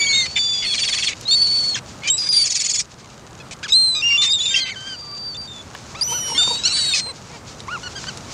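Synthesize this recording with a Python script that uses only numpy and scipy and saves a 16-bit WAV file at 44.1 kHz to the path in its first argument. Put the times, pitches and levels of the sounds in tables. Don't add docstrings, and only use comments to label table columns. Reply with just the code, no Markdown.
import sys
import numpy as np
from scipy import signal
from scipy.fft import rfft, irfft
from scipy.io import wavfile
from scipy.ndimage import uniform_filter1d, map_coordinates

SR = 44100
rng = np.random.default_rng(int(sys.argv[2]) if len(sys.argv) > 2 else 0)


def bounce(signal):
    frames = np.transpose(np.atleast_2d(signal))
    limited = np.clip(frames, -1, 1)
    pcm = np.round(limited * 32767).astype(np.int16)
    wavfile.write(sys.argv[1], SR, pcm)


N = 367353
TIME = np.arange(N) / SR


def amp(db):
    return 10 ** (np.asarray(db) / 20)


def unit(x):
    return x / np.sqrt(np.mean(x ** 2) + 1e-20)


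def gain_at(spectrum, hz):
    f, db = np.transpose(spectrum)
    return amp(np.interp(np.log(hz + 1), np.log(f), db))


def colour(x, spectrum):
    return irfft(rfft(x) * gain_at(spectrum, np.fft.rfftfreq(len(x), 1 / SR)), len(x))


def add(mix, start, sound):
    part = mix[max(round(start * SR), 0):][:len(sound)]
    part += sound[:len(part)]


def wander(size, hz):
    at = np.arange(size) * hz / SR
    return map_coordinates(rng.standard_normal(int(at[-1]) + 2), [at], order=2, mode="nearest")


def gate(size, edge_s=0.0014):
    t = np.arange(size) / SR
    return np.sin(np.pi / 2 * np.clip(np.minimum(t, t[-1] - t) / edge_s, 0, 1))


# frequency in Hz, relative level in dB.
LAKE_SPECTRUM = [(25, -18.5), (70, -1), (130, 1), (300, -7.5), (700, -10), (1300, -12), (2500, -23),
                 (8000, -28), (10500, -37.5), (15500, -49)]
# time in seconds, relative level in dB.
LAKE_DUCKING = [(0.0, -39), (0.44, -44), (1.95, -40.5), (2.62, -48), (3.48, -42), (3.71, -44), (5.03, -45),
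                (5.4, -43.5), (5.84, -41), (6.42, -39), (7.17, -43), (8.33, -38.5)]
def lake_hum():
    wash = unit(colour(rng.standard_normal(N), LAKE_SPECTRUM))
    return wash * amp(2 + np.interp(TIME, *np.transpose(LAKE_DUCKING)))


# time in seconds, level in dB.
FIZZ_LEVELS = [(0.0, -40.5), (3.1, -55.5), (5.3, -61), (5.8, -43.5), (7.2, -50.5), (8.33, -39)]
def ripple_fizz(flicker_db=4.5):
    hiss = unit(colour(rng.standard_normal(N), THROAT_SPECTRUM))
    return hiss * amp(np.interp(TIME, *np.transpose(FIZZ_LEVELS)) + flicker_db * wander(N, 25))


def droplets(level_db=-52, per_s=45, decay_s=0.0011):
    drops = (rng.random(N) < per_s / SR) * amp(2.4 * np.minimum(rng.exponential(1, N), 3))
    t = np.arange(SR // 100) / SR
    tick = rng.standard_normal(len(t)) * np.exp(-t / decay_s)
    ticks = signal.oaconvolve(drops, tick)[:N]
    return amp(level_db) * unit(colour(ticks, THROAT_SPECTRUM))


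# start in seconds, peak level in dB, starting pitch in Hz.
SHORE_GULPS = [(6.345, -33.5, 234), (6.41, -34.5, 645)]
def gulps(decay_s=0.014, rise_per_s=12):
    out, t = np.zeros(N), np.arange(SR // 10) / SR
    envelope = t / decay_s * np.exp(1 - t / decay_s) * gate(len(t))
    for start, db, hz in SHORE_GULPS:
        ring = np.sin(2 * np.pi * np.cumsum(hz * (1 + rise_per_s * t)) / SR)
        add(out, start, amp(db) * ring * envelope)
    return out


# start in seconds, relative level in dB, centre in Hz.
SPLASHES = [(1.211, -26.5, 6000), (5.75, -18.5, 1660), (6.3, -23, 1100), (6.433, -14, 4000),
            (6.556, -25.5, 1000), (7.604, -25, 4200), (8.04, -19, 1300), (8.173, -22.5, 5030)]
def plips(gain_db=-4, decay_s=0.0033):
    out, t = np.zeros(N), np.arange(SR // 10) / SR
    for start, db, hz in SPLASHES:
        splat = colour(rng.standard_normal(len(t)), [(hz / 4, -16), (hz, 0), (2 * hz, -12), (15000, -52)])
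        add(out, start, amp(db + gain_db) * unit(splat) * np.exp(-t / decay_s))
    return out


def over_water(calls, t60=0.15):
    t = np.arange(SR // 2) / SR
    tail = rng.standard_normal(len(t)) * np.exp(-np.log(1000) * t / t60)
    return signal.fftconvolve(calls, tail / np.linalg.norm(tail))[:N]


# start and end in seconds, calls per second,
# lowest and highest pitch in Hz, level of the farthest birds in dB.
FAR_FLURRIES = [(0.0, 8.33, 7, 480, 1500, -69), (4.1, 4.68, 16, 2000, 3000, -50),
                (6.2, 7.0, 12, 1300, 2100, -55)]
FAR_HOOTS = [6.083, 6.28, 6.476]
def far_flock():
    out = np.zeros(N)
    for start, end, per_s, low_hz, high_hz, db in FAR_FLURRIES:
        for when, length, pitch, near, bend in rng.random((round((end - start) * per_s), 5)):
            onset = start + when * (end - start)
            hz = low_hz + pitch * (high_hz - low_hz)
            add(out, *yap(onset, .04 + 0.061 * length, hz, glide=-.15 - 0.24 * bend, arch=.1,
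                          db=db + 7 * near, bright_db=-5.5))
    for start in FAR_HOOTS:
        add(out, *yap(start, length=.056, pitch=463, glide=-0.134, arch=0.013, db=-36.5,
                      bright_db=-6.5, hollow_db=16.5, jitter=.02))
    return out


def breath_level():
    power = np.zeros(N)
    for start, end, *_, hoarse_db in NEAR_CRIES + NEAR_SCREECHES + CHATTER_BOUTS:
        add(power, start, np.full(round((end - start) * SR), amp(hoarse_db) ** 2))
    return 10 * np.log10(uniform_filter1d(power, size=1200) + 1e-9)


def hoarseness(gain_db=-3, chop_hz=850, throb_hz=21):
    chop = 1 + np.sin(2 * np.pi * np.cumsum(chop_hz * (1 + .2 * wander(N, 60))) / SR)
    hz, _, frames = signal.stft(chop * rng.standard_normal(N), SR, nperseg=512)
    patches = uniform_filter1d(rng.standard_normal(frames.shape), size=3, axis=0)
    streaks = unit(uniform_filter1d(patches, size=5, axis=1))
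    level = breath_level()
    frame_level = level[np.minimum(np.arange(frames.shape[1]) * 256, N - 1)]
    depth_db = np.interp(frame_level, [-50, -33], [2, 5])
    frames = frames * gain_at(THROAT_SPECTRUM, hz)[:, None] * amp(depth_db * streaks)
    air = signal.istft(frames, SR, nperseg=512)[1][:N]
    effort = np.clip((level + 44) / 10, 0, 1)
    throb = np.sin(2 * np.pi * np.cumsum(throb_hz * (1 + .1 * wander(N, 5))) / SR)
    shrill = colour(air, [(5000, -28.0), (8000, -6.5)])
    return unit(air + effort * shrill) * amp(gain_db + level + 2 * effort * throb)


# frequency in Hz, gain in dB.
THROAT_SPECTRUM = [(900, -20.5), (1600, -11), (2300, 2.5), (3000, -0.5), (4600, 4), (6800, 3), (8500, -9),
                   (10500, -27), (15000, -72)]
def syrinx(hz, first, octave, higher, hoarse_db, jitter=.0015, waver=.0035, shimmer=.05):
    size = len(hz)
    strain = np.minimum(amp(hoarse_db - 4), first / 2)
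    quaver = jitter + .012 * strain / np.hypot(first, octave)
    sway = waver * (wander(size, 42) + wander(size, 19)) + 1.5 * quaver * wander(size, 90)
    phase = 2 * np.pi * np.cumsum(hz * (1 + quaver * wander(size, 436) + sway)) / SR
    k = np.arange(3, 13)[:, None]
    weights = gain_at(THROAT_SPECTRUM, k * hz) / k ** 2 * (k * hz < SR / 2)
    weights = weights / np.sqrt((weights ** 2).sum(0).mean() + 1e-20)
    partials = (weights * np.sin(k * phase)).sum(0)
    tone = first * np.sin(phase) + octave * np.sin(2 * phase) + higher * partials
    flutter = (0.47 + 0.78 * wander(size, 260.5)) * np.sin(phase / 4 + 2 * wander(size, 120))
    flutter += wander(size, 1100) / 2
    tone *= 1 + shimmer * wander(size, 300)
    sidebands = strain * flutter * np.sin(phase + wander(size, 300))
    loudness = amp(229 * sway)
    return np.sqrt(2) * (tone + sidebands) * gate(size) * loudness


# start and length in seconds, pitch in Hz, glide and arch
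# as shares of the pitch, nominal level of the octave in dB, brightness in dB.
NEAR_YAPS = [(0.683, 0.033, 870, -0.15, 0.02, -42.5, 12), (1.753, .015, 1737, -0.19, 0, -29.5, 0.5),
             (3.399, 0.024, 853, -0.007, 0.04, -53, 11.5), (3.628, 0.043, 1670, -0.17, 0.3, -40.5, -3.5),
             (3.688, 0.058, 1292, -0.0053, 0.1, -45.5, 17), (3.949, 0.064, 1253, 0.007, 0.05, -34.5, 8.5),
             (4.081, 0.23, 1185, -0.051, 0.11, -42.5, 1.5), (4.257, 0.045, 2500, -.2, 0.05, -38, 2),
             (4.562, 0.136, 2080, -0.085, 0, -41.5, -5.5), (5.019, 0.15, 1177, -.06, 0.01, -60, -13),
             (5.944, 0.082, 1370, -0.042, 0.4, -45, -0.5), (6.123, 0.068, 1452, 0.02, 0.15, -41.5, 0),
             (6.348, 0.025, 1087, 0.04, 0, -32, 8.5), (6.376, 0.048, 1428, -0.17, .1, -38.5, -2),
             (6.636, 0.044, 1400, 0.14, 0, -31, 12), (6.679, 0.045, 1388, 0.067, .02, -35.5, 10),
             (6.767, 0.037, 1680, -.14, .05, -38, 4), (6.878, 0.044, 1580, -0.17, 0, -42, 1),
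             (7.059, 0.065, 534, 0.044, 0.26, -46, 0), (7.299, 0.085, 476, -.04, 0.22, -47.5, 1.5),
             (7.68, .1, 1455, .02, .35, -37.3, -9), (7.831, .05, 1478, -.05, .07, -38, 1),
             (7.952, .041, 1590, -.04, .09, -42, 2), (8.068, 0.037, 1517, -0.1, 0.12, -38.5, 1)]
def yap(start, length, pitch, glide, arch, db, bright_db, hollow_db=0, jitter=.007):
    u = np.linspace(-1, 1, round((length + 0.0035) * SR))
    hz = pitch * (1 + glide * u / 2 - arch * u ** 2)
    octave = amp(db) * (1.25 - 0.55 * u ** 2)
    first = octave * amp(-bright_db - hollow_db)
    higher = octave * amp(bright_db - hollow_db)
    return start, syrinx(hz, first, octave, higher, hoarse_db=db - 3.5, jitter=jitter)


# start and end in seconds,
# slaps per second, level in dB, brightness in dB.
NEAR_RASPS = [(0.257, 0.265, 620, -25, -8), (0.361, 0.384, 390, -20.5, -13),
              (0.623, 0.663, 690, -26.5, -29), (1.093, 1.135, 420, -29.5, -15),
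              (1.753, 1.787, 510, -29, -7.5), (2.033, 2.069, 450, -31, -13), (2.073, 2.088, 590, -20.5, 1),
              (2.798, 2.806, 450, -28, -14), (3.509, 3.535, 440, -33.5, -3), (3.629, 3.645, 480, -30, -6.5),
              (3.679, 3.698, 430, -30.5, -3), (4.216, 4.262, 490, -23.5, -1),
              (4.551, 4.598, 680, -23.5, -2), (4.652, 4.707, 400, -33, -29), (6.942, 7.002, 570, -20, -1)]
def rasp(start, end, rate, db, bright_db, fall=.13, puff=0.36, ring_s=0.0023):
    size = round((end - start + .003) * SR)
    slap_hz = rate * np.linspace(1 + fall, 1 - fall, size) * (1 + .035 * wander(size, 400))
    turns = np.cumsum(slap_hz) / SR
    slaps = np.diff(np.floor(turns), prepend=0) * amp(2 * wander(size, 377))
    air = np.exp(-4 * (turns % 1)) * rng.standard_normal(size)
    drive = (unit(slaps) + puff * unit(air)) * gate(size)
    t = np.arange(SR // 30) / SR
    ring = rng.standard_normal(len(t)) * np.exp(-t / ring_s / 2)
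    drive = signal.fftconvolve(drive, (t == 0) + 1.1 * ring / np.linalg.norm(ring))
    voice = colour(colour(drive, THROAT_SPECTRUM), [(2400, 1.2), (3600, -3.2), (5500, bright_db)])
    return start, amp(db) * voice / np.sqrt((voice ** 2).sum() / size)


# start and length in seconds, pitch in Hz, glide as a share of it,
# level in dB, octave against the fundamental in dB, swell in dB.
NEAR_SQUEAKS = [(0.016, 0.027, 3500, .07, -25.5, -21, -8), (0.067, 0.02, 3270, .03, -24.5, -4, -4),
                (0.666, 0.077, 3400, -0.09, -25, -28, 5), (1.253, 0.02, 3840, 0.046, -29, -38, 9),
                (1.31, 0.039, 3640, .06, -19.5, -6.5, 2), (1.409, 0.078, 4305, -0.15, -25, -30, -12),
                (1.745, 0.0097, 3240, -0.12, -21, -2, -2), (2.02, 0.068, 2290, 0.14, -30.5, -8, 19),
                (2.08, 0.02, 3070, 0.014, -21, -11, 5), (2.101, 0.08, 3820, 0.018, -29.5, 8, -20),
                (2.289, 0.039, 4840, -0.024, -20, -20.5, -13.5), (2.77, 0.031, 3370, -0.075, -39, 11, -6),
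                (4.104, 0.023, 2280, -0.05, -25.5, -4, -2), (4.218, 0.025, 4100, -0.15, -18.5, -32, 3),
                (4.302, 0.024, 4850, 0.033, -22.5, -21, 4), (4.332, 0.027, 3840, -0.0056, -18.5, -7, -6),
                (4.403, 0.024, 3870, 0.11, -20, -21, -12), (4.456, 0.026, 3680, -.08, -21.5, -31, 0),
                (4.542, 0.012, 2720, -0.037, -15.5, -9.5, -4), (4.6, 0.041, 4170, -.12, -26, -30, -1),
                (4.56, 0.06, 3210, 0.058, -23, -19, -18), (5.344, 0.022, 3580, 0.024, -31, -16, 2),
                (5.475, 0.14, 3540, -0.06, -38, -13.5, 1), (6.011, 0.022, 4840, .1, -17, -16, 0),
                (6.924, 0.0074, 3640, -0.06, -19.5, -11, 2), (6.936, .034, 2530, -.03, -24.5, -5, -15)]
def squeak(start, length, pitch, glide, db, octave_db, swell_db, arch=0.0095, hoarse_db=-12):
    u = np.linspace(-1, 1, round((length + 0.0022) * SR))
    hz = pitch * (1 + glide * u / 2) * (1 + arch * (.5 - u ** 2))
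    first = amp(db + swell_db * u / 2)
    octave = first * amp(octave_db)
    return start, syrinx(hz, first, octave, higher=octave * amp(-42), hoarse_db=db + hoarse_db)


# first rasp, end, syllable period and rasp length in seconds, then in dB
CHATTER_BOUTS = [(0.738, 1.116, .0487, .016, -21.5, -4.5, -24.5, -21.5, -44, -30),
                 (2.457, 2.792, .0476, .021, -19.5, 10, -30.5, -33.5, -21.5, -34)]
def chatter(whistle_hz=4436, squeak_hz=3370, slaps_per_s=580):
    out = np.zeros(N)
    for start, end, period, length, rasp_db, bright_db, whistle_db, squeak_db, octave_db, _ in CHATTER_BOUTS:
        for at in np.arange(start, end, period):
            push, pitch, bend = rng.standard_normal(3)
            push_db = 0.43 * push
            tension = 1 + .014 * pitch
            glide = -.055 * (1 + bend / 2)
            add(out, *squeak(at - .033, .032, whistle_hz * tension, glide, whistle_db + push_db,
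                             octave_db=-14, swell_db=2.5, hoarse_db=-5.5))
            add(out, *squeak(at - .007, .012, squeak_hz * tension, glide, squeak_db + push_db,
                             octave_db=octave_db - squeak_db, swell_db=3.5, hoarse_db=-3.5))
            add(out, *rasp(at, at + length, slaps_per_s, rasp_db + push_db, bright_db,
                           puff=0.7, ring_s=0.0037))
    return out


SCOOP_S, DROP_S, ATTACK_S, RELEASE_S = .025, 0.033, 0.0034, 0.013
CRACKS_PER_S, CRACK_SHARE, CRACK_DB = 24, .04, 7
# start and end in seconds, pitch and the pitch it drifts
# to in Hz, scoop and drop as shares of the pitch, then in dB the level, its change over the cry,
# the octave against the fundamental, the higher partials against both, and the hoarseness.
NEAR_CRIES = [(0.0, 0.258, 2308, 2098, 0.02, .04, -22, -4, -1.5, -5.5, -35),
              (0.089, 0.366, 4240, 4550, 0.02, 0.01, -20.5, -14, -29, -53, -46.5),
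              (0.128, 0.226, 3810, 3790, 0.06, 0.04, -19, 1.5, -12.5, -50, -36),
              (0.357, 0.645, 3526, 3425, 0, 0, -20.5, -5, -11.5, -54, -53),
              (0.647, 0.741, 4550, 4270, 0.03, 0.03, -20, -10.5, -17.5, -43, -34),
              (1.278, 1.746, 4484, 4442, 0.07, 0.04, -14.5, -6.5, -25.5, -56, -33.5),
              (3.721, 4.001, 4314, 3946, 0.16, 0.05, -9, -14, -14.5, -40, -45),
              (4.02, 4.174, 2853, 2760, 0.05, 0, -18, 3, -10.5, -49, -36),
              (4.176, 4.389, 3555, 3717, 0.03, 0.03, -16.5, -3.5, -14, -47, -44),
              (4.386, 4.538, 3370, 3740, 0, 0.03, -25, 2.5, -6, -42, -34.5),
              (4.506, 4.716, 1614, 1536, 0.02, 0.01, -38.5, -6.5, 11, -4, -56.5),
              (4.757, 4.959, 1525, 1625, 0.02, .13, -45, 4, 7, -8.5, -41),
              (4.843, 5.344, 4720, 4645, 0, 0.03, -39.5, 11, -35, -45, -48),
              (5.37, 5.479, 4700, 4640, 0, 0, -29, -7, -28, -45, -63),
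              (6.034, 6.384, 6110, 5520, 0.06, .05, -23.5, -5, -20.5, -50, -41),
              (6.078, 6.43, 3160, 2840, 0.07, .04, -31.5, -7, -19, -4, -47),
              (6.377, 6.638, 3536, 3920, 0, 0.01, -13.5, -19, -10.5, -42, -34.5),
              (6.383, 6.583, 4620, 4500, 0.01, 0.02, -25, -2, -16, -42, -43),
              (6.65, 6.942, 4060, 3800, 0.01, 0.05, -28.5, 6, -7.5, -36, -30.5),
              (6.724, 7.118, 4575, 4110, 0.04, 0.02, -20.5, -9.5, -11, -45, -67)]
NEAR_SCREECHES = [(0.389, 0.653, 4720, 4730, 0.045, 0.0032, -20.5, -9, -45, -64, -35),
                  (2.179, 2.286, 4960, 4840, 0.0066, 0.0086, -20, -5, -27, -66, -30.5),
                  (2.326, 2.451, 4640, 4550, -.025, 0, -16.5, 0, -15, -70, -26)]
def cry(start, end, hz_a, hz_b, scoop, drop, db, fade_db, octave_db, higher_db, hoarse_db, cracking=False):
    t = np.arange(0, end - start, 1 / SR)
    u = t / t[-1]
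    bend = 1 - scoop * np.exp(-t / SCOOP_S) - drop * np.exp((t - t[-1]) / DROP_S)
    turns = np.cumsum(CRACKS_PER_S * (1 + wander(len(t), 20) / 4)) / SR
    crack = cracking * uniform_filter1d(.5 - turns % 1, size=200)
    hz = (hz_a + (hz_b - hz_a) * u) * bend * (1 + CRACK_SHARE * crack)
    attack = 1 - 0.53 * np.exp(-t / ATTACK_S)
    bill_closing = 1 - np.exp((t - t[-1]) / RELEASE_S) / 2
    first = amp(db + fade_db * u + CRACK_DB * crack) * attack * bill_closing
    octave = first * amp(octave_db)
    higher = amp(higher_db) * np.hypot(first, octave)
    return start, syrinx(hz, first, octave, higher, hoarse_db)


def scene():
    near = chatter()
    for call, table in (cry, NEAR_CRIES), (squeak, NEAR_SQUEAKS), (yap, NEAR_YAPS), (rasp, NEAR_RASPS):
        for row in table:
            add(near, *call(*row))
    for row in NEAR_SCREECHES:
        add(near, *cry(*row, cracking=True))
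    far = far_flock()
    scatter = over_water(amp(-27) * near + amp(-8) * far)
    bed = lake_hum() + ripple_fizz()
    return (near + far + scatter + hoarseness() + plips() + gulps() + droplets() + bed)[None]


def record(dry):
    lowpass = signal.firwin(511, 15750, window=("kaiser", 9), fs=SR)
    return signal.oaconvolve(dry, lowpass[None], "same")


dry = scene()
out = record(dry)
bounce(out)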